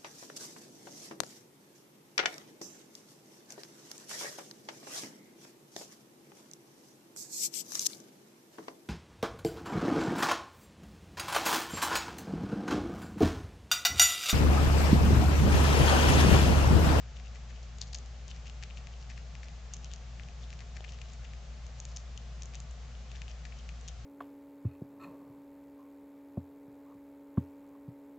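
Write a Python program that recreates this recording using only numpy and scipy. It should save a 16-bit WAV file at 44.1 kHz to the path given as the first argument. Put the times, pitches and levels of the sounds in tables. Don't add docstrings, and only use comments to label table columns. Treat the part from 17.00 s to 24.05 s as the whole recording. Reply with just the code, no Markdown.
import sys
import numpy as np
from scipy import signal
from scipy.fft import rfft, irfft
from scipy.io import wavfile

SR = 44100
rng = np.random.default_rng(int(sys.argv[2]) if len(sys.argv) > 2 else 0)


def wrap_up_sound(samples):
    columns = np.atleast_2d(samples).T
    tamed = np.clip(columns, -1, 1)
    steps = np.round(tamed * 32767).astype(np.int16)
    wavfile.write(sys.argv[1], SR, steps)


N = 310905

# (s, crack dB, ring Hz, ring over crack dB)
SNAPS = [(0.1684, -17.5, 3000, 12), (0.1993, -16, 2050, 5), (0.3566, -17, 2050, 8), (0.3596, -15, 2000, 9),
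         (0.7854, -17.5, 6850, 0), (0.8128, -14, 6350, 0), (0.8155, -4, 6400, 17), (0.8158, -2.5, 4330, 16),
         (0.818, -19, 6350, -2), (0.8215, -23, 6750, -4), (0.825, -15.5, 4050, -6), (0.833, -20, 4500, 0),
         (0.8362, -21, 4200, -4), (0.9307, -16, 6700, -3), (0.9334, -10, 4450, 5), (0.9464, -4, 6450, 7),
         (0.95, -5, 4600, 2), (0.9525, -16, 5500, 7), (0.9551, -21, 6200, 2), (0.9594, -13, 6150, 14),
         (0.9864, -13, 6700, 7), (1.0606, -22, 6900, -1), (1.281, -16.5, 6500, -4), (1.314, -14, 2750, 3),
         (1.467, -20, 2800, 5), (1.4699, -17, 2350, 3), (1.498, -13.5, 2900, 3), (1.6264, -11, 1950, 2),
         (1.6308, -15, 2050, 1), (1.633, -15, 2100, 13), (1.6366, -10, 2200, -8), (1.7018, -18, 2550, 10),
         (1.7082, -13.5, 2550, 22), (1.7728, -12.5, 2600, 9), (1.8713, -12, 2150, 4), (2.101, -11.5, 2100, 10),
         (2.1048, -21, 1950, 9), (2.1072, -17, 1900, 16), (2.1096, -18, 2100, 8), (2.1782, -12, 2000, 11),
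         (2.3528, -11.5, 2100, 6), (2.4322, -10.5, 1900, 10), (2.4357, -20, 2050, 3), (2.4847, -17, 2450, 3),
         (2.7371, -3, 6450, 16), (2.7402, -11.5, 6700, 5), (2.7436, -12, 6300, 10), (2.7674, -14, 6450, 10),
         (2.8454, -12.5, 5950, 4), (2.9155, -17.5, 3000, 2), (2.9368, -10.5, 6500, -0.5), (2.9615, -18.5, 6150, 6),
         (3.1972, -8.5, 2100, 19), (3.2351, -18.5, 3150, 7), (3.2867, -16.5, 2350, 6), (3.5045, -18.5, 2550, -6),
         (3.529, -13, 2150, 9), (3.592, -18, 2650, -3), (3.606, -15.5, 1900, -3), (3.7671, -11, 1900, 9),
         (3.7709, -11.5, 1900, 4), (3.807, -18.5, 3250, 5), (3.8424, -12, 2100, 14), (3.8463, -8.5, 2050, 10),
         (3.8492, -13.5, 2400, 13), (3.8806, -19, 2950, 28), (3.8922, -14.5, 2800, 16), (3.9221, -19.5, 5500, -1),
         (3.9884, -19, 1900, 1), (4.0159, -11.5, 2550, 7), (4.0187, -15, 2400, 2), (4.1348, -17.5, 7200, 16),
         (4.2496, -16, 2750, 24), (4.2543, -19, 2350, 24), (4.3354, -14, 2050, 8), (4.6663, -20.5, 6350, -2),
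         (4.8018, -6, 6500, 12.5), (4.8529, -9.5, 6800, 4.5), (4.963, -9.5, 5850, 12), (4.9661, -8, 6350, 18),
         (4.971, -7.5, 6300, 2), (5.1763, -13, 6600, 6), (5.1766, -11.5, 3040, 20), (5.4205, -17.5, 2700, 4),
         (5.4221, -9.5, 6000, 7), (5.4334, -13, 6350, 6), (5.4572, -14, 6650, 29), (5.5376, -17.5, 2100, 2),
         (5.547, -15, 2300, -2), (5.5541, -11.5, 6450, 5), (5.556, -17, 6650, 8), (5.6026, -11, 7050, 9),
         (5.711, -18, 7400, 20), (5.952, -20, 3000, 20), (6.1171, -17, 2650, 2), (6.1534, -18, 2200, 8),
         (6.1584, -18, 3400, 10), (6.2186, -7.5, 2250, 6), (6.2214, -18.5, 2350, 22), (6.281, -13, 2750, 9),
         (6.3148, -19, 5250, 10), (6.4532, -11, 1900, 1.5), (6.4573, -17, 1900, 4), (6.5229, -14, 2150, 22),
         (6.5256, -16.5, 2300, 24), (6.6911, -10.5, 2350, 6), (6.6956, -18, 2450, 22), (6.8123, -20, 7200, 8),
         (6.8792, -11.5, 6200, 8), (6.8843, -10, 6300, 0), (6.889, -15, 6700, 9)]
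# (s, mouth resonance Hz, mouth dB, crisp crunch dB)
CHEWS = [(0.174, 2620, -64, -65), (0.267, 2650, -60, -66), (0.361, 1900, -65, -63), (0.503, 2100, -61, -66),
         (0.568, 2840, -63, -67), (0.635, 2950, -73, -63), (0.824, 3500, -62, -62), (0.875, 2850, -70, -60.5),
         (0.958, 3250, -67, -56.5), (1.301, 3050, -57.5, -58), (1.363, 2150, -62.5, -62), (1.473, 2600, -59, -59.5),
         (1.631, 2500, -62, -68), (1.781, 2400, -61, -61.5), (1.934, 2880, -63.5, -70), (2.022, 2600, -65, -62),
         (2.111, 2000, -60, -59.5), (2.177, 2600, -63, -64), (2.45, 2100, -65, -63), (2.74, 3000, -66, -75),
         (2.847, 2980, -61, -61), (2.928, 3170, -60, -65), (3.43, 3550, -63, -62.5), (3.528, 2250, -68, -62.5),
         (3.615, 1930, -60.5, -67), (3.767, 2050, -63, -62), (3.894, 2600, -66, -59), (3.936, 2730, -62, -64),
         (4.054, 2950, -69, -66), (4.096, 3250, -68, -64), (4.138, 2500, -68, -64), (4.244, 1900, -63, -65),
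         (4.787, 1900, -75, -65), (4.904, 3700, -72, -60.5), (4.99, 2750, -73, -61.5), (5.557, 2980, -63, -65),
         (6.113, 3020, -61.5, -66), (6.16, 2000, -58, -62), (6.3, 2700, -60, -61.5), (6.458, 1950, -62, -71),
         (6.589, 3050, -62, -63.5), (6.885, 3250, -57.5, -73)]
# (s, dB)
KNOCKS = [(3.771, -53), (3.8065, -47)]
# (Hz, dB, t60 s)
KNOCK_MODES = [(420, -6, 0.036), (680, 7, 0.013), (910, -2, 0.014)]
# (Hz, dB per Hz)
RUMBLE = [(18, -86.5), (29, -78.5), (40, -77.5), (48, -72), (73, -71), (88, -82.5), (104, -76.5), (124, -73.5),
          (162, -75.5), (190, -85.5), (220, -85), (265, -94)]
# (Hz, dB per Hz)
HISS = [(400, -92), (550, -90.0), (700, -90), (850, -93), (1150, -94), (1500, -96.5), (2200, -97.5),
        (3000, -98), (3700, -99.5), (5200, -100.6), (6700, -100.5), (7500, -101.3), (8400, -103.6)]
# (multiple, dB rms)
HUM = [(1, -44), (2, -63.5), (4, -70), (12, -76)]
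MAINS_HZ = 58.97
# (Hz, width Hz, depth dB)
DIPS = [(301, 77, -16), (962, 61, -14)]
# (Hz, side minus mid dB)
WIDTH = [(60, -16.5), (150, -12), (350, -6), (1000, -5.5), (7000, -4.5)]
# (Hz, left minus right dB)
LEAN = [(2500, 11), (4500, 12.5), (6500, -0.5)]
CUTOFF_HZ = 8950


def from_db(db):
    return 10 ** (np.asarray(db) / 20)


def at_hz(points, hz):
    known, values = np.transpose(points)
    return np.interp(np.log(np.maximum(hz, 1)), np.log(known), values)


def cut(x, hz, kind, order=2):
    return signal.sosfilt(signal.butter(order, hz, kind, fs=SR, output="sos"), x + 1e-18)


def resonance(x, hz, width_hz):
    r = np.exp(-np.pi * width_hz / SR)
    return signal.lfilter(np.array([1, 0, -1]) * (1 - r * r) / 2, [1, -2 * r * np.cos(2 * np.pi * hz / SR), r * r], x + 1e-18)


def pan(x, lean_db):
    gains = from_db(np.array([[1], [-1]]) * lean_db / 2)
    return x * gains / gains.mean()


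def add(out, s, sound):
    at = int(np.clip(round(s * SR), 0, N - 1))
    out[..., at:at + sound.shape[-1]] += sound[..., :N - at]


def steady_noise(spectrum):
    hz = np.arange(N // 2 + 1) * SR / N
    mid, side = rfft(rng.standard_normal((2, N))) * from_db(at_hz(spectrum, hz)) * np.sqrt(SR / 2)
    side = side * from_db(at_hz(WIDTH, hz))
    return irfft(np.array([mid + side, mid - side]), N)


def snaps(width_hz=850, width_share=0.15, low_hz=1000, low_share=0.31, soft_ratio=2.35, crack_lean_db=6.0, level_db=.5):
    out = np.zeros((2, N))
    for s, crack_db, hz, ring_db in SNAPS:
        crack = cut(signal.unit_impulse(512), low_hz + low_share * hz, "high")
        crack = cut(crack, min(soft_ratio * hz, SR / 2.5), "low", order=1)
        width = width_hz + width_share * hz
        ring = from_db(ring_db) * resonance(resonance(crack, hz, width), hz, width)
        both = pan(crack, crack_lean_db) + pan(ring, at_hz(LEAN, hz))
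        add(out, s, from_db(crack_db + level_db) * both / (1 + from_db(ring_db)))
    return out


def chewing(chew_s=0.009, per_s=1100, spread_db=8.0, mouth_width_hz=1100, crisp_low_hz=4200, crisp_high_hz=7400, mouth_gain_db=0.0, crisp_gain_db=1.5):
    out, t = np.zeros((2, N)), np.arange(SR // 10) / SR
    middle = t.mean()
    swell = np.exp(-((t - middle) / (2 * chew_s)) ** 2)
    for s, mouth_hz, mouth_db, crisp_db in CHEWS:
        inside, front = (swell * pops(per_s, spread_db, size=len(t)) for _ in range(2))
        mouth = resonance(resonance(inside, mouth_hz, mouth_width_hz), mouth_hz, mouth_width_hz)
        crisp = cut(front, [crisp_low_hz, crisp_high_hz], "band")
        for sound, db, hz in ((mouth, mouth_db + mouth_gain_db, mouth_hz), (crisp, crisp_db + crisp_gain_db, crisp_high_hz)):
            sound = sound * np.linalg.norm(swell) / np.linalg.norm(sound)
            add(out, s - middle, pan(from_db(db) * sound, at_hz(LEAN, hz)))
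    return out


def paws():
    out, t = np.zeros(N), np.arange(SR // 10) / SR
    knock = sum(from_db(db - 60 * t / t60) * np.sin(2 * np.pi * hz * t) for hz, db, t60 in KNOCK_MODES)
    for s, db in KNOCKS:
        add(out, s, from_db(db) * knock)
    return pan(out, 1.5)


def room(x, near_db=-11, near_t60=0.01, far_db=-13, far_t60=0.27):
    t = np.arange(SR // 4) / SR
    echoes = 0
    for db, t60 in ((near_db, near_t60), (far_db, far_t60)):
        tail = rng.standard_normal((2, len(t))) * from_db(-60 * t / t60) * (t > .0007)
        echoes = echoes + from_db(db) * tail / np.sqrt(np.sum(tail ** 2) / 2)
    return x + signal.fftconvolve(x, echoes, axes=1)[:, :N]


def hum():
    phase = 2 * np.pi * MAINS_HZ * np.arange(N) / SR
    return pan(sum(from_db(db) * np.sqrt(2) * np.sin(round(k) * phase + rng.uniform(0, 2 * np.pi)) for k, db in HUM), 1.8)


def background(hiss_top_hz=8600):
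    rumble = cut(steady_noise(RUMBLE), 288, "low", order=8)
    hiss = cut(cut(steady_noise(HISS), 300, "high", order=4), hiss_top_hz, "low", order=8)
    return pan(rumble + hiss, 1.0)


def pops(per_s, spread_db, size):
    heights = from_db(spread_db * np.minimum(rng.exponential(1, size), 3)) * rng.choice([-1, 1], size)
    return heights * (rng.random(size) < per_s / SR)


def jaw(hz=950, width_hz=600, level_db=-18):
    jolts = np.zeros(N)
    for s, crack_db, *_ in SNAPS:
        add(jolts, s, from_db([crack_db + level_db]))
    return pan(resonance(resonance(jolts, hz, width_hz), hz, width_hz), 3)


def scene():
    return room(snaps() + jaw() + chewing() + paws()) + hum() + background()


def record(dry, top_hz=7650):
    for hz, width_hz, depth_db in DIPS:
        dry = dry - (1 - from_db(depth_db)) * resonance(dry, hz, width_hz)
    dull = signal.sosfiltfilt(signal.butter(7, top_hz, fs=SR, output="sos"), dry)
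    return signal.sosfiltfilt(signal.butter(8, CUTOFF_HZ, fs=SR, output="sos"), dull)


dry = scene()
out = record(dry)
wrap_up_sound(out)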